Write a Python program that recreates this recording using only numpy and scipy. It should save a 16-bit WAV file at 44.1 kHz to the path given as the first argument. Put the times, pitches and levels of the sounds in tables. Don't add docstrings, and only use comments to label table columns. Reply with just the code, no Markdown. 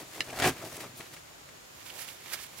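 import sys
import numpy as np
from scipy import signal
from scipy.fft import rfft, irfft
from scipy.io import wavfile
from scipy.ndimage import uniform_filter1d

SR = 44100
rng = np.random.default_rng(int(sys.argv[2]) if len(sys.argv) > 2 else 0)


def file_out(sig):
    cols = np.atleast_2d(sig).T
    lim = np.clip(cols, -1, 1)
    pcm = np.round(lim * 32767).astype(np.int16)
    wavfile.write(sys.argv[1], SR, pcm)


N = 114660
T = np.arange(N) / SR
HZ = np.fft.rfftfreq(2 * N, 1 / SR)

# (time [s], crumpling folds [dB], sliding weave hiss [dB], crinkling [dB])
JERK_CURVES = [(0.24, -71, -56.5, -55), (0.286, -41, -52.5, -52), (0.32, -47.5, -55, -56),
               (0.334, -34.5, -53.5, -51.5), (0.35, -45.5, -51, -51), (0.386, -33.5, -48, -44),
               (0.402, -30.5, -37, -41), (0.418, -30, -49.5, -37), (0.428, -31, -40, -30),
               (0.448, -26.5, -38.5, -29.5), (0.472, -24.5, -33.5, -30.5), (0.498, -34.5, -39.5, -40),
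               (0.512, -39, -52, -47), (0.55, -67, -63, -61)]
# (time [s], level [dB])
SLUMP_CURVE = [(0.29, -56), (0.39, -41.5), (0.425, -38), (0.455, -46), (0.495, -29.5), (0.515, -38),
               (0.55, -59)]
# (time [s], level [dB])
EAR_BUMPS = [(.4222, -2.5), (.4438, 3), (.4575, 3.5), (.463, 4.5), (.4738, -9), (.4795, 1.5), (.493, -4.5)]
# (frequency [Hz], width [Hz], level [dB])
HOLLOW_MODES = [(154.7, 14, -0.5), (255, 9.6, -0.5), (361.5, 29.7, 4), (407, 18, -4.5), (644, 44, -13),
                (693, 40, 4), (1095, 18, -18), (1620, 28, -3.5), (1830, 36, -7), (2400, 22, -29),
                (2420, 26, -19)]
# (time [s], level [dB])
CREASE_POPS = [(.389, -19), (.4002, -9.5), (.4222, -14), (.4228, -9), (.444, -13), (.4576, -16),
               (.4716, -27), (.4885, -24), (.500, -30), (.503, -16), (.5703, -31), (.646, -47), (.655, -43),
               (.8045, -32), (.8435, -25), (.989, -40), (1.0083, -28)]
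# (time [s], level [dB])
RIM_SNAPS = [(.2064, -13), (.2074, -19)]
# (frequency [Hz], level [dB], 60 dB decay time [s])
RIM_MODES = [(1350, -12, 0.046), (1750, 3, 0.072), (2100, -2, .035), (2110, -23, 0.026), (2270, -19, .06),
             (2760, 12, .025), (2960, 6, 0.013), (4550, -2, .03), (5060, -5, 0.042), (5620, -13, .05)]
# (time [s], crumpling slack folds [dB], sliding weave hiss [dB], crinkling [dB])
GRIP_CURVES = [(0.0, -44, -50, -50.5), (0.064, -58, -60, -57.5), (0.084, -70, -55, -73),
               (0.092, -54.5, -58, -67), (0.116, -67, -56.5, -55), (0.154, -52, -50.5, -47.5),
               (0.198, -47, -55, -51.5)]
# (time [s], crumpling slack folds [dB], sliding weave hiss [dB], crinkling [dB])
SETTLE_CURVES = [(0.53, -53, -56, -46), (0.54, -57, -62, -69), (0.572, -53, -55, -46),
                 (0.646, -44.5, -53, -52), (0.652, -42.5, -48, -47), (0.704, -53, -53, -54),
                 (0.768, -53, -48.5, -48), (0.79, -49, -56, -54), (0.81, -50.5, -47.5, -40.5),
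                 (0.83, -45, -52.5, -46.5), (0.912, -57, -66, -59), (0.946, -82, -65, -61),
                 (0.97, -58, -59, -59), (0.986, -61, -51, -66), (0.996, -55, -54, -57),
                 (1.006, -46, -54, -47), (1.052, -63, -61, -57), (1.066, -70, -57, -55),
                 (1.106, -69, -62.5, -71), (1.146, -52.5, -53, -46), (1.156, -73, -59, -74),
                 (1.172, -54, -59, -48), (1.19, -71, -61, -65), (1.2, -73, -67, -78)]
# (time [s], crunch [dB], hiss [dB], dull scuff of the ears [dB])
RUMMAGE_CURVES = [(1.76, -63, -62, -79), (1.83, -52.5, -61, -74), (1.84, -69, -60, -84),
                  (1.862, -51, -52, -55.5), (1.906, -50.5, -55, -58), (1.928, -55.5, -56, -53),
                  (2.022, -45, -44.5, -56.5), (2.064, -50.5, -57, -67), (2.086, -46.5, -49.5, -54.5),
                  (2.124, -55, -53, -70), (2.174, -57, -65, -72), (2.18, -59.5, -64, -70),
                  (2.316, -46, -52, -59), (2.336, -40.5, -35.5, -50.5), (2.37, -49, -57.5, -61),
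                  (2.44, -49, -46, -66), (2.452, -53, -54, -64), (2.466, -50.5, -55, -79),
                  (2.48, -59.5, -64, -68), (2.564, -57, -59.5, -62), (2.584, -50.5, -48, -59),
                  (2.6, -48, -54, -63)]
# (time [s], level [dB], left over right [dB], pitch [Hz])
LIGHT_TICKS = [(0.299, -30, 2, 2280), (0.304, -28, -1, 2370), (.332, -29, -3, 1700), (1.068, -40, -4, 3620),
               (1.141, -45, 1, 3280), (1.166, -35, -3, 2200), (1.171, -36, -1, 1700),
               (1.49, -34.5, 0, 1880), (1.897, -35.5, -6, 2950), (1.902, -30, -9, 2900),
               (2.087, -31.5, -9, 2900), (2.26, -37, -12, 2250), (2.32, -34, -2, 1700),
               (2.3335, -23, -6, 1850), (2.336, -36, -7, 2940), (2.3415, -21.5, -8, 1770),
               (2.3445, -29, -6, 1900)]
# (time [s], level [dB])
SOIL_THUDS = [(.595, -39), (.742, -36.5), (.862, -39), (.895, -39), (.94, -43), (.998, -37), (1.25, -60),
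              (1.75, -51)]

# (frequency [Hz], density [dB per Hz])
SLACK_COLOUR = [(40, -30), (120, -4), (200, -8.5), (330, 1.5), (480, -6), (650, -0.5), (850, -9.5),
                (1200, -9), (2000, -28), (4000, -31), (16000, -59)]
TAUT_COLOUR = [(100, -15.5), (300, -6), (520, -5), (700, 1), (950, -9), (1300, -12.5), (2000, -17.5),
               (4000, -29), (16000, -62)]
WEAVE_COLOUR = [(300, -31), (2000, -9.5), (4000, -1), (7500, -1.5), (11000, -3), (16000, -7)]
CRINKLE_COLOUR = [(200, -26), (900, -5.5), (1400, -1.5), (1800, 2), (2400, 0.5), (3200, -4.5),
                  (5000, -10.5), (8000, -15), (16000, -39)]
SLIP_COLOUR = [(1000, -35), (5000, -16), (9000, -1), (13000, -2), (16000, -2)]
# (frequency [Hz], density [dB per Hz])
LOAD_COLOUR = [(20, -42), (40, -20), (65, 10.5), (95, 0), (125, 13.5), (195, -23), (260, 6.5), (400, -1),
               (600, -26), (1500, -9), (16000, -91)]
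CREASE_COLOUR = [(60, -20), (400, -2), (1500, 9.5), (3000, 6), (6000, -3), (10000, -6), (16000, -50)]
SNAP_COLOUR = [(60, -22), (600, -19), (1400, -16), (1850, 0.5), (2900, 2), (3700, -1), (5200, -5),
               (7000, -13), (11000, -17.5), (16000, -42)]
# (frequency [Hz], density [dB per Hz])
HUSK_COLOUR = [(100, -26), (600, -10), (1200, -3.5), (2200, 2), (3000, -0.5), (4500, -3.5), (8000, -7.5),
               (16000, -16.5)]
HUSK_HISS_COLOUR = [(500, -54), (3000, -2.5), (5500, -1), (9000, -0.5), (13000, 0.5), (16000, -4)]
SCUFF_COLOUR = [(100, -30), (300, -5), (580, -1.5), (950, -1), (1500, -14.5), (3000, -18), (16000, -52)]
TICK_COLOUR = [(100, -20), (600, 4.5), (1500, 3.5), (2800, 7.5), (4500, 5), (9000, -2), (16000, -24)]
# (frequency [Hz], density [dB per Hz])
THUD_COLOUR = [(25, -15), (70, -12), (115, 6), (160, -7.5), (240, -2.5), (400, -22), (1500, -63),
               (16000, -102)]
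AIR_COLOUR = [(12, -78), (20, -25), (60, -5.5), (146, -1.5), (198, -7), (377, -3.5), (459, -6), (513, -3.5),
              (976, -5.5), (1220, -6.5), (4940, -12), (7110, -13.5), (9670, -19), (14700, -20),
              (16000, -25)]
# (frequency [Hz], correlation [-1 to 1])
SACK_LIKENESS = [(60, 1), (290, 1), (640, 1), (1410, 0.94), (3100, 0.4), (7000, 0.47), (15000, 0.65)]
HUSK_LIKENESS = [(60, 1), (290, 1), (1400, 0.83), (3000, 0.59), (7000, 0.49), (15000, 0.35)]
AIR_LIKENESS = [(30, 1), (130, 0.81), (290, .2), (640, -0.35), (1400, -0.19), (3000, -0.032), (15000, 0.29)]

SACK_LEAD_US, BASKET_LEAD_US = 16, -52
SACK_PAN_DB, RIM_PAN_DB, BASKET_PAN_DB = 0.9, 0.79, -8.5
SLIP_S, SLIP_LENGTH_S, SLIP_DB = 0.983, 0.016, -48
TICK_WIDTH_HZ, TICK_RING_DB = 370, 11.5
AIR_DB = -51.03
INSECT_HZ, INSECT_WIDTH_HZ, INSECT_DB = 6900, 370, -65
EDGE_HZ = 15900


def amp(db):
    return 10 ** (np.asarray(db) / 20)


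def evened(x):
    return x / np.sqrt(np.mean(x ** 2) + 1e-20)


def read(points):
    f, value = np.transpose(points)
    return np.interp(np.log(HZ + 1), np.log(f + 1), value)


def level(rows, column):
    rows = np.array(rows)
    start, end = rows[0, 0], rows[-1, 0]
    outside = np.maximum(start - T, 0) + np.maximum(T - end, 0)
    return amp(np.interp(T, rows[:, 0], rows[:, column]) - 210 * outside)


def through(x, response):
    return irfft(rfft(x, 2 * N) * response)[..., :N]


def colour(points):
    log_gain = np.log(amp(read(points)))
    full = np.concatenate([log_gain, log_gain[-2:0:-1]])
    minimum_phase = np.exp(np.conj(signal.hilbert(full)))
    return minimum_phase[:N + 1] / np.sqrt(np.mean(np.exp(full) ** 2))


def pan(db):
    return amp(np.array([[db], [-db]]) / 2)


def stereo(pair, likeness, lead_us):
    angle = np.arccos(np.clip(read(likeness), -1, 1)) / 2
    mid = through(pair[0], np.cos(angle))
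    side = through(pair[1], np.sin(angle))
    delay = np.exp(-2j * np.pi * HZ * lead_us / 10 ** 6)
    return np.array([mid + side, through(mid - side, delay)])


def scatter(x, t60, wet_db):
    t = T[:SR // 5]
    tail = rng.standard_normal((2, len(t))) * amp(-60 * t / t60)
    tail *= 1 - np.exp(-t / 0.003)
    tail /= np.linalg.norm(tail, axis=1, keepdims=True)
    wet = signal.oaconvolve(x * np.ones((2, 1)), tail, axes=1)[:, :N]
    return x + amp(wet_db) * wet


def crackle(per_s, spread_db, clump_db):
    clumps = evened(uniform_filter1d(rng.standard_normal(N), size=260))
    spread = np.minimum(rng.exponential(1, N), 4)
    sizes = amp(spread_db * spread + clump_db * clumps)
    happens = rng.random(N) < per_s / SR
    signs = rng.choice([-1., 1.], (2, N))
    return evened(sizes * happens * signs)


def clicks(rows):
    out = np.zeros(N)
    for s, db in rows:
        out[round(s * SR)] += amp(db)
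    return out


def plastic(slips, gain, spectrum):
    sheet = stereo(through(slips, colour(spectrum)), SACK_LIKENESS, SACK_LEAD_US)
    return evened(sheet) * gain * pan(SACK_PAN_DB)


def handling():
    fold_gain, weave_gain, crinkle_gain = (
        level(GRIP_CURVES, column) + level(SETTLE_CURVES, column) for column in (1, 2, 3))
    slip_gain = np.exp(-((T - SLIP_S) / SLIP_LENGTH_S) ** 2)
    folds = plastic(crackle(per_s=3500, spread_db=3.0, clump_db=2.7), fold_gain, SLACK_COLOUR)
    weave = plastic(crackle(per_s=6000, spread_db=1.0, clump_db=1.7), weave_gain, WEAVE_COLOUR)
    crinkle = plastic(crackle(per_s=3000, spread_db=3.0, clump_db=1.84), crinkle_gain, CRINKLE_COLOUR)
    fingers = plastic(crackle(per_s=2800, spread_db=3.5, clump_db=-1.0), slip_gain, SLIP_COLOUR)
    return amp(1.56) * folds + amp(3.2) * weave + amp(-0.7) * crinkle + amp(SLIP_DB) * fingers


def jerk():
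    fold_gain = level(JERK_CURVES, column=1)
    folds = plastic(crackle(per_s=2600, spread_db=2.5, clump_db=-0.8), fold_gain, TAUT_COLOUR)
    weave = plastic(crackle(per_s=4500, spread_db=-0.5, clump_db=2.0),
                    level(JERK_CURVES, column=2), WEAVE_COLOUR)
    crinkle = plastic(crackle(per_s=2500, spread_db=2.5, clump_db=-0.1),
                      level(JERK_CURVES, column=3), CRINKLE_COLOUR)
    sheet = amp(-4.5) * folds + amp(3.35) * weave + amp(1.5) * crinkle

    load_slips = through(crackle(per_s=2100, spread_db=1.5, clump_db=-3.8), colour(LOAD_COLOUR))
    load = evened(stereo(load_slips, SACK_LIKENESS, SACK_LEAD_US)) * level(SLUMP_CURVE, column=1)

    bumps = clicks(EAR_BUMPS)
    pushes = through(bumps, colour(LOAD_COLOUR))
    rubbing = rng.standard_normal(N) * fold_gain
    ring = sum(amp(db) * np.exp(-np.pi * width * T) * np.cos(2 * np.pi * hz * T)
               for hz, width, db in HOLLOW_MODES)
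    hollow = through(bumps + amp(-8.5) * rubbing, rfft(ring, 2 * N))
    return sheet + amp(-2.5) * load + amp(-35.5) * hollow + amp(-11.5) * pushes


def snaps():
    pops = through(clicks(CREASE_POPS), colour(CREASE_COLOUR))
    creases = scatter(pops, t60=0.029, wet_db=-4.5)
    buckling = scatter(clicks(RIM_SNAPS), t60=0.0046, wet_db=-2.5)
    rim = scatter(through(buckling, colour(SNAP_COLOUR)), t60=0.056, wet_db=-4.5)
    ring = sum(amp(db - 60 * T / t60) * np.sin(2 * np.pi * hz * T) for hz, db, t60 in RIM_MODES)
    ringing = through(clicks(RIM_SNAPS[:1]), rfft(ring, 2 * N))
    return amp(2) * creases * pan(SACK_PAN_DB) + amp(7) * rim * pan(RIM_PAN_DB) + amp(-24.5) * ringing


def husks():
    crunch = through(crackle(per_s=4000, spread_db=-0.5, clump_db=1.0), colour(HUSK_COLOUR))
    hiss = through(crackle(per_s=7000, spread_db=-1.0, clump_db=0.5), colour(HUSK_HISS_COLOUR))
    scuff = through(crackle(per_s=2300, spread_db=2.0, clump_db=3.5), colour(SCUFF_COLOUR))
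    rustle = crunch * level(RUMMAGE_CURVES, column=1)
    rustle += amp(2.5) * hiss * level(RUMMAGE_CURVES, column=2)
    rustle += amp(-1.5) * scuff * level(RUMMAGE_CURVES, column=3)
    basket = stereo(rustle, HUSK_LIKENESS, BASKET_LEAD_US)
    return scatter(basket, t60=0.026, wet_db=-12.5) * pan(BASKET_PAN_DB)


def ticks():
    ringing = np.zeros((2, N))
    for s, db, pan_db, hz in LIGHT_TICKS:
        resonance = 1 + amp(TICK_RING_DB) / (1 + 2j * (HZ - hz) / TICK_WIDTH_HZ)
        ringing += through(clicks([(s, db)]), resonance) * pan(pan_db)
    return amp(2) * scatter(through(ringing, colour(TICK_COLOUR)), t60=0.02, wet_db=-0.5)


def thuds():
    return through(clicks(SOIL_THUDS), colour(THUD_COLOUR)) * amp(15)


def field():
    air_noise = through(rng.standard_normal((2, N)), colour(AIR_COLOUR))
    air = stereo(air_noise, AIR_LIKENESS, 0)
    insect_band = np.exp(-((HZ - INSECT_HZ) / INSECT_WIDTH_HZ) ** 2)
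    insects = through(rng.standard_normal((2, N)), insect_band)
    return amp(AIR_DB) * evened(air) + amp(INSECT_DB) * evened(insects)


def scene():
    sack = handling() + jerk() + snaps()
    basket = husks()
    return sack + basket + ticks() + thuds() + field()


def record(dry):
    lowpass = signal.firwin(511, EDGE_HZ, window=("kaiser", 9), fs=SR)
    return signal.oaconvolve(dry, lowpass[None], "same")


dry = scene()
out = record(dry)
file_out(out)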